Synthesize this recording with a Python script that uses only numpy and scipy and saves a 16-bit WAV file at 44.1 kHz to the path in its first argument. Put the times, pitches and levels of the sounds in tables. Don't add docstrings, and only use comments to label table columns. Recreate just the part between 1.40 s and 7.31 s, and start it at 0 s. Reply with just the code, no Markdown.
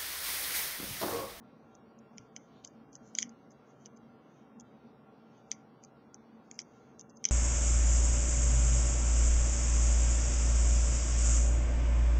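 import sys
import numpy as np
from scipy import signal
from scipy.fft import rfft, irfft
from scipy.io import wavfile
from scipy.ndimage import uniform_filter1d, minimum_filter1d

SR = 44100
rng = np.random.default_rng(int(sys.argv[2]) if len(sys.argv) > 2 else 0)


def gain_from_db(level_db):
    decades = np.asarray(level_db, float) / 20
    return 10 ** decades


def int16_out(signal):
    q = np.round(np.clip(np.atleast_2d(signal).T, -1, 1) * 32767)
    wavfile.write(sys.argv[1], SR, q.astype(np.int16))


N = 260631

# f/Hz, density/dB per Hz
FAN_AIR = [(25, -51), (45, -33.5), (65, -13), (100, -15), (140, -7), (240, -1), (370, -6.5), (760, -10.5),
           (1250, -17), (1500, -19.5), (1750, -25), (2600, -27.5), (4000, -30.5), (6000, -33.5),
           (7000, -36.5)]
FAN_AIR_DB = -60
# f/Hz, width/Hz, level/dB
FAN_HOUSING = [(135.3, 28, -68.5), (277.8, 8.6, -73), (449, 25, -69.5), (561.5, 11, -77.5), (774, 12, -78),
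               (1103, 30, -78.5), (1379, 9, -76.5), (2744, 3.1, -92), (4670, 10, -93.5), (5530, 12, -96.5)]
# t/s, level/dB
SURGES = [(0.0, -53.5), (.16, -60.5), (.46, -57.5), (.76, -62.5), (1.19, -62.5), (1.38, -60.5),
          (1.859, -50), (2.52, -62), (2.68, -59.5), (3.179, -53), (3.31, -54), (3.48, -60), (4.95, -58.5),
          (5.2, -57.5)]
DRONE_HZ, DRONE_WIDTH_HZ, DRONE_DB, SURGE_S = 226, 12, -64, 0.088
MOTOR_HZ, MOTOR_DB = 775, -73

# t/s, level/dB, f/Hz
THUMPS = [
    (.797, -54, 118),
    (1.801, -63.5, 90),
    (3.211, -69, 81),
    (5.855, -55, 153),
]

# middle t/s, scrape level/dB, rub level/dB, length/s
SLIDES = [(0.108, -95, -85, 0.066), (0.342, -81, -80, 0.06), (0.807, -77, -78, 0.06),
          (1.027, -77.5, -86, 0.12), (1.167, -84.5, -74, 0.11), (1.673, -70.5, -86, 0.075),
          (1.775, -65, -65, 0.032), (2.006, -82.5, -85.5, 0.087), (2.62, -97.5, -84, 0.04),
          (2.949, -81, -84, 0.15), (3.21, -73.5, -80.5, .03), (3.27, -97, -84, 0.05),
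          (3.447, -90.5, -88.5, 0.19), (3.983, -84, -80.5, 0.13), (4.13, -67, -72, 0.036),
          (4.775, -84, -86, 0.082), (5.342, -79, -88.5, 0.19), (5.503, -81.5, -93, 0.11),
          (5.882, -68, -64.5, 0.085)]
# middle t/s, scrape level/dB, length/s
CHATTER = [(0.967, -66, 0.016), (1.27, -66, 0.052), (1.547, -65.5, 0.047), (1.8, -43, .037),
           (2.124, -73, 0.026), (2.303, -75, .033), (2.42, -74, 0.043), (2.46, -68.5, 0.022),
           (2.57, -74.5, .032), (4.44, -66, 0.03), (5.15, -69, .058), (5.2, -47, 0.019),
           (5.606, -63.5, 0.035), (5.703, -71, 0.019), (5.769, -75, 0.074)]
CHATTER_RUB_DB = -19.5
# t/s, rub level/dB
SCUFFS = [
    (1.247, -58),
    (2.457, -69),
    (4.117, -52.5),
]
SCUFF_S, SCUFF_SCRAPE_DB = 0.011, -12
# f/Hz, width/Hz, level/dB
SCRAPE_RINGS = [(6230, 860, 3.5), (5300, 600, -10), (6560, 400, -8.5)]
RUB = (3500, 1794)

# peak t/s, peak level/dB, ring f/Hz, lock body and tension tool level/dB re peak
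SNAPS = [(.7755, -54, 6990, -10, -12), (.9643, -33, 6210, -10, -13), (1.249, -34, 6380, -26, -19),
         (1.2752, -44, 6240, -38, -30), (1.7521, -26, 6210, -23, -21), (1.7866, -18, 6820, -12, -10),
         (4.126, -48, 6210, -4, -20), (4.4495, -46, 6300, -22, -34), (5.1916, -27, 5500, -13, -16),
         (5.1976, -46, 5860, -18, -14), (5.2025, -42, 5810, -17, -24), (5.8426, -24, 6040, -18, -20),
         (5.8532, -14, 6190, -18, -17), (5.8886, -28, 6060, -30, -19)]
# peak t/s, peak level/dB, ring f/Hz, lock body and tension tool level/dB re peak
TAPS = [(.3522, -50, 6270, -34, -23), (.7826, -36, 5810, -10, -16), (1.5546, -38, 6170, -42, -42),
        (1.8237, -29, 6320, -20, -12), (1.828, -20, 6180, -14, -15), (2.4598, -39, 6030, -24, -17),
        (2.4654, -48, 6300, -22, -21), (3.1999, -44, 6350, -25, -30), (3.2086, -46, 6690, -22, -25),
        (4.1164, -20, 6170, -17, -23), (4.4387, -43, 6420, -22, -32), (4.745, -39, 6180, -39, -35),
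        (5.1137, -36, 6560, -13, -22), (5.2179, -41, 6170, -40, -26), (5.5957, -38, 6240, -42, -42),
        (5.6115, -40, 6440, -42, -33)]
# peak t/s, peak level/dB
TICKS = [(.5899, -57), (.9718, -52), (1.2555, -53), (1.2591, -52), (1.5305, -50), (1.5623, -55),
         (1.6764, -58), (1.8943, -48), (2.1078, -57), (2.1138, -61), (2.1199, -61), (2.4212, -63),
         (2.5637, -62), (2.5726, -55), (3.2022, -56), (3.9798, -63), (4.4441, -59), (5.1437, -55),
         (5.6011, -52), (5.6044, -54), (5.6075, -49), (5.6977, -54), (5.7029, -56), (5.7683, -58),
         (5.7725, -51)]
TICK_COLOUR = (6270, -26, -25)
SNAP_MS, TAP_MS, TICK_MS = 2.3, 1.6, 2.4
# f/Hz, width/Hz, level/dB
SIDE_RINGS = [(5180, 470, -8), (6910, 550, -8.5), (4610, 400, -23.5), (3830, 670, -25.5), (1486, 310, -30)]
BODY, TOOL = (2210, 870), (3170, 460)  # f/Hz, width/Hz
RING_WIDTH_HZ = 478
RATTLE = 0.16
SPREAD_DB_PER_MS = 4.5
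SCATTER = .04
LAG_S = .0003
FILTER_S = .0005

# t/s, level/dB
ECHOES = [
    (.0052, -23),
    (.0098, -28),
    (0.0133, -32.5),
]
# f/Hz, t60/s
ROOM_DECAY = [(1000, 0.41), (3000, 0.13), (6000, 0.11), (8000, 0.065)]
ROOM_DB = -19

# f/Hz, step/dB
STEP = [(1000, -102), (1700, -97), (2600, -95), (4000, -97), (6500, -99)]
EDGE_HZ, WALL_HZ = 7200, 8050
SHORT_DB, SHORT_TOP_DB = 12, -36
STRAIN_DB = 6
BEND_DB = -43
HISS_DB, IMAGE_DB, MIRROR_HZ = -93.5, -51, 16000
WHINE_DB, WHINE_HZ = -102, (14500, 15600)
SPILL_DB = -56
SKIRT_DB, SKIRT_HZ = -46, (7400, 9600)


def evened(x):
    return x / np.sqrt(np.mean(x ** 2) + 1e-30)


def read(points, hz):
    f, value = np.transpose(points)
    return np.interp(np.log(hz + 1), np.log(f + 1), value)


def resonate(x, hz, width):
    return signal.lfilter(*signal.iirpeak(hz, hz / width, SR), x)


def add(mix, start, sound):
    part = mix[start:][:len(sound)]
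    part += sound[:len(part)]


def swell(s, db, length):
    near = slice(max(round((s - 2 * length) * SR), 0), round((s + 2 * length) * SR))
    out = np.zeros(N)
    out[near] = gain_from_db(db) * np.exp(-(2 * (np.arange(N)[near] / SR - s) / length) ** 2)
    return out


def fan():
    noise = rng.standard_normal((len(FAN_HOUSING) + 2, N))
    air = irfft(rfft(noise[0]) * gain_from_db(read(FAN_AIR, np.fft.rfftfreq(N, 1 / SR))), N)
    housing = np.zeros(N)
    for v, (f, w, db) in zip(noise[2:], FAN_HOUSING):
        housing += gain_from_db(db) * evened(resonate(resonate(v, f, w), f, 3 * w))
    drone = resonate(resonate(noise[1], DRONE_HZ, DRONE_WIDTH_HZ), DRONE_HZ, 90)
    drone_level = gain_from_db(DRONE_DB) + sum(swell(s, db, SURGE_S) for s, db in SURGES)
    motor = gain_from_db(MOTOR_DB) * np.sin(2 * np.pi * MOTOR_HZ * np.arange(N) / SR)
    return gain_from_db(FAN_AIR_DB) * evened(air) + housing + motor + drone_level * evened(drone)


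def desk():
    out, t = np.zeros(N), np.arange(3000) / SR
    for s, db, hz in THUMPS:
        add(out, round(s * SR), gain_from_db(db) * np.sin(2 * np.pi * hz * t) * np.exp(-t * hz / 3.9))
    return out


def strokes():
    unevenness = gain_from_db(3.5 * np.minimum(rng.exponential(1, N), 5))
    slips = rng.standard_normal(N) * unevenness * (rng.random(N) < .25)
    scrape = sum(gain_from_db(db) * evened(resonate(resonate(slips, f, w), f, 2 * w)) for f, w, db in SCRAPE_RINGS)
    rub = resonate(resonate(rng.standard_normal(N), *RUB), *RUB)
    moves = list(SLIDES)
    moves += [(s, db, db + CHATTER_RUB_DB, length) for s, db, length in CHATTER]
    moves += [(s, db + SCUFF_SCRAPE_DB, db, SCUFF_S) for s, db in SCUFFS]
    pick = sum(swell(s, db, length) for s, db, _, length in moves)
    skin = sum(swell(s, db, length) for s, _, db, length in moves)
    return pick * evened(scrape) + skin * evened(rub)


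def click(hz, body_db, tool_db, contact_ms, chance):
    t = np.arange(len(chance)) / SR
    u = t / (contact_ms * 1.3e-4)
    push = u ** 4 * np.exp(-u)
    contact = chance * push
    shift = 1 + SCATTER * np.clip(chance[::-1], -2, 2)

    ring = evened(push * np.sin(2 * np.pi * hz * t))
    ring += RATTLE * evened(resonate(contact, hz, RING_WIDTH_HZ))
    side = np.zeros(len(t))
    for (f, w, db), k in zip(SIDE_RINGS, shift):
        side += gain_from_db(db) * evened(resonate(resonate(contact, f * k, w), f * k, 2 * w))
    top = ring + gain_from_db(SPREAD_DB_PER_MS * np.clip(contact_ms - 2.4, -1.5, 1)) * side

    sound = top / abs(top).max()
    heavy_shift = np.sqrt(shift[len(SIDE_RINGS):])
    for (f, w), k, db in zip((BODY, TOOL), heavy_shift, (body_db, tool_db)):
        drive = contact + push * np.sin(2 * np.pi * f * k * t)
        answer = np.roll(resonate(resonate(drive, f * k, w), f * k, 2 * w), round(LAG_S * SR))
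        sound += gain_from_db(db) * answer / abs(answer).max()
    return np.argmax(abs(top)), sound


def lock():
    clicks = [(*row, SNAP_MS) for row in SNAPS]
    clicks += [(*row, TAP_MS) for row in TAPS]
    clicks += [(*row, *TICK_COLOUR, TICK_MS) for row in TICKS]
    clicks.sort()
    out, chance = np.zeros(N), rng.standard_normal((len(clicks), 1024))
    for (s, db, *colour), row in zip(clicks, chance):
        peak, sound = click(*colour, row)
        add(out, round((s - FILTER_S) * SR) - peak, gain_from_db(db + 2.0) * sound)
    return out


def room(x):
    hz, t, z = signal.stft(rng.standard_normal(SR // 2), SR, nperseg=128)
    decay = gain_from_db(-60 * t / read(ROOM_DECAY, hz)[:, None])
    tail = signal.istft(z * decay, SR, nperseg=128)[1]
    tail = tail * np.minimum(np.arange(len(tail)) / 260, 1)
    tail = gain_from_db(ROOM_DB) * tail / np.linalg.norm(tail)
    for s, db in ECHOES:
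        tail[round(s * SR)] += gain_from_db(db)
    return signal.fftconvolve(x, tail)[:N]


def scene():
    clicks = lock()
    return (clicks + room(clicks) + strokes() + desk() + fan())[None]


def coarse(x, size, extra_db, top_db):
    hz, t, z = signal.stft(x, SR, window="cosine", nperseg=size, noverlap=size // 2)
    step = gain_from_db(read(STEP, hz)[:, None] + np.interp(t, np.arange(N) / SR, extra_db))
    step = np.maximum(step, gain_from_db(top_db) * abs(z).max(axis=0))
    z = step * np.round(abs(z) / step) * np.exp(1j * np.angle(z))
    return signal.istft(z, window="cosine", nperseg=size, noverlap=size // 2)[1][:N]


def low_pass(x):
    return signal.sosfilt(signal.butter(12, 15500, fs=SR, output="sos"), x)


def record(dry):
    x = signal.sosfilt(signal.cheby1(7, .5, EDGE_HZ, fs=SR, output="sos"), dry[0])
    x = signal.sosfilt(signal.ellip(8, .5, 60, WALL_HZ, fs=SR, output="sos"), x)

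    treble = uniform_filter1d(resonate(x, 6000, 3000) ** 2, size=64)
    floor = minimum_filter1d(uniform_filter1d(treble, size=400), size=1500)
    attack = treble > 28 * uniform_filter1d(floor, size=400)
    near = 1. * (uniform_filter1d(1. * attack, size=900) > 1e-6)
    near = uniform_filter1d(near, size=500)

    strain_db = STRAIN_DB * uniform_filter1d(near, size=9000)
    share_db = 10 * np.log10(uniform_filter1d((1 - near) ** 2, size=4000) + .1)
    calm = coarse(x * (1 - near), size=6144, extra_db=strain_db + share_db, top_db=-60)
    busy = coarse(x * near, size=640, extra_db=strain_db + SHORT_DB, top_db=SHORT_TOP_DB)
    image = (calm + busy) * np.cos(2 * np.pi * MIRROR_HZ * np.arange(N) / SR)

    noise = rng.standard_normal((2, N))
    whine = signal.sosfilt(signal.butter(4, WHINE_HZ, "bandpass", fs=SR, output="sos"), noise[1])
    skirt = signal.sosfilt(signal.butter(3, SKIRT_HZ, "bandpass", fs=SR, output="sos"), noise[1])
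    loud = np.sqrt(abs(uniform_filter1d(resonate(busy, 6000, 3000) ** 2, size=1400)))
    swollen = 1 + gain_from_db(SPILL_DB - HISS_DB) * loud

    out = calm + busy + gain_from_db(IMAGE_DB) * image + gain_from_db(BEND_DB) * busy ** 2
    out += gain_from_db(SKIRT_DB) * loud * evened(skirt)
    out += swollen * (gain_from_db(HISS_DB) * noise[0] + gain_from_db(WHINE_DB) * evened(whine))
    return low_pass(out[None])


dry = scene()
out = record(dry)
int16_out(out)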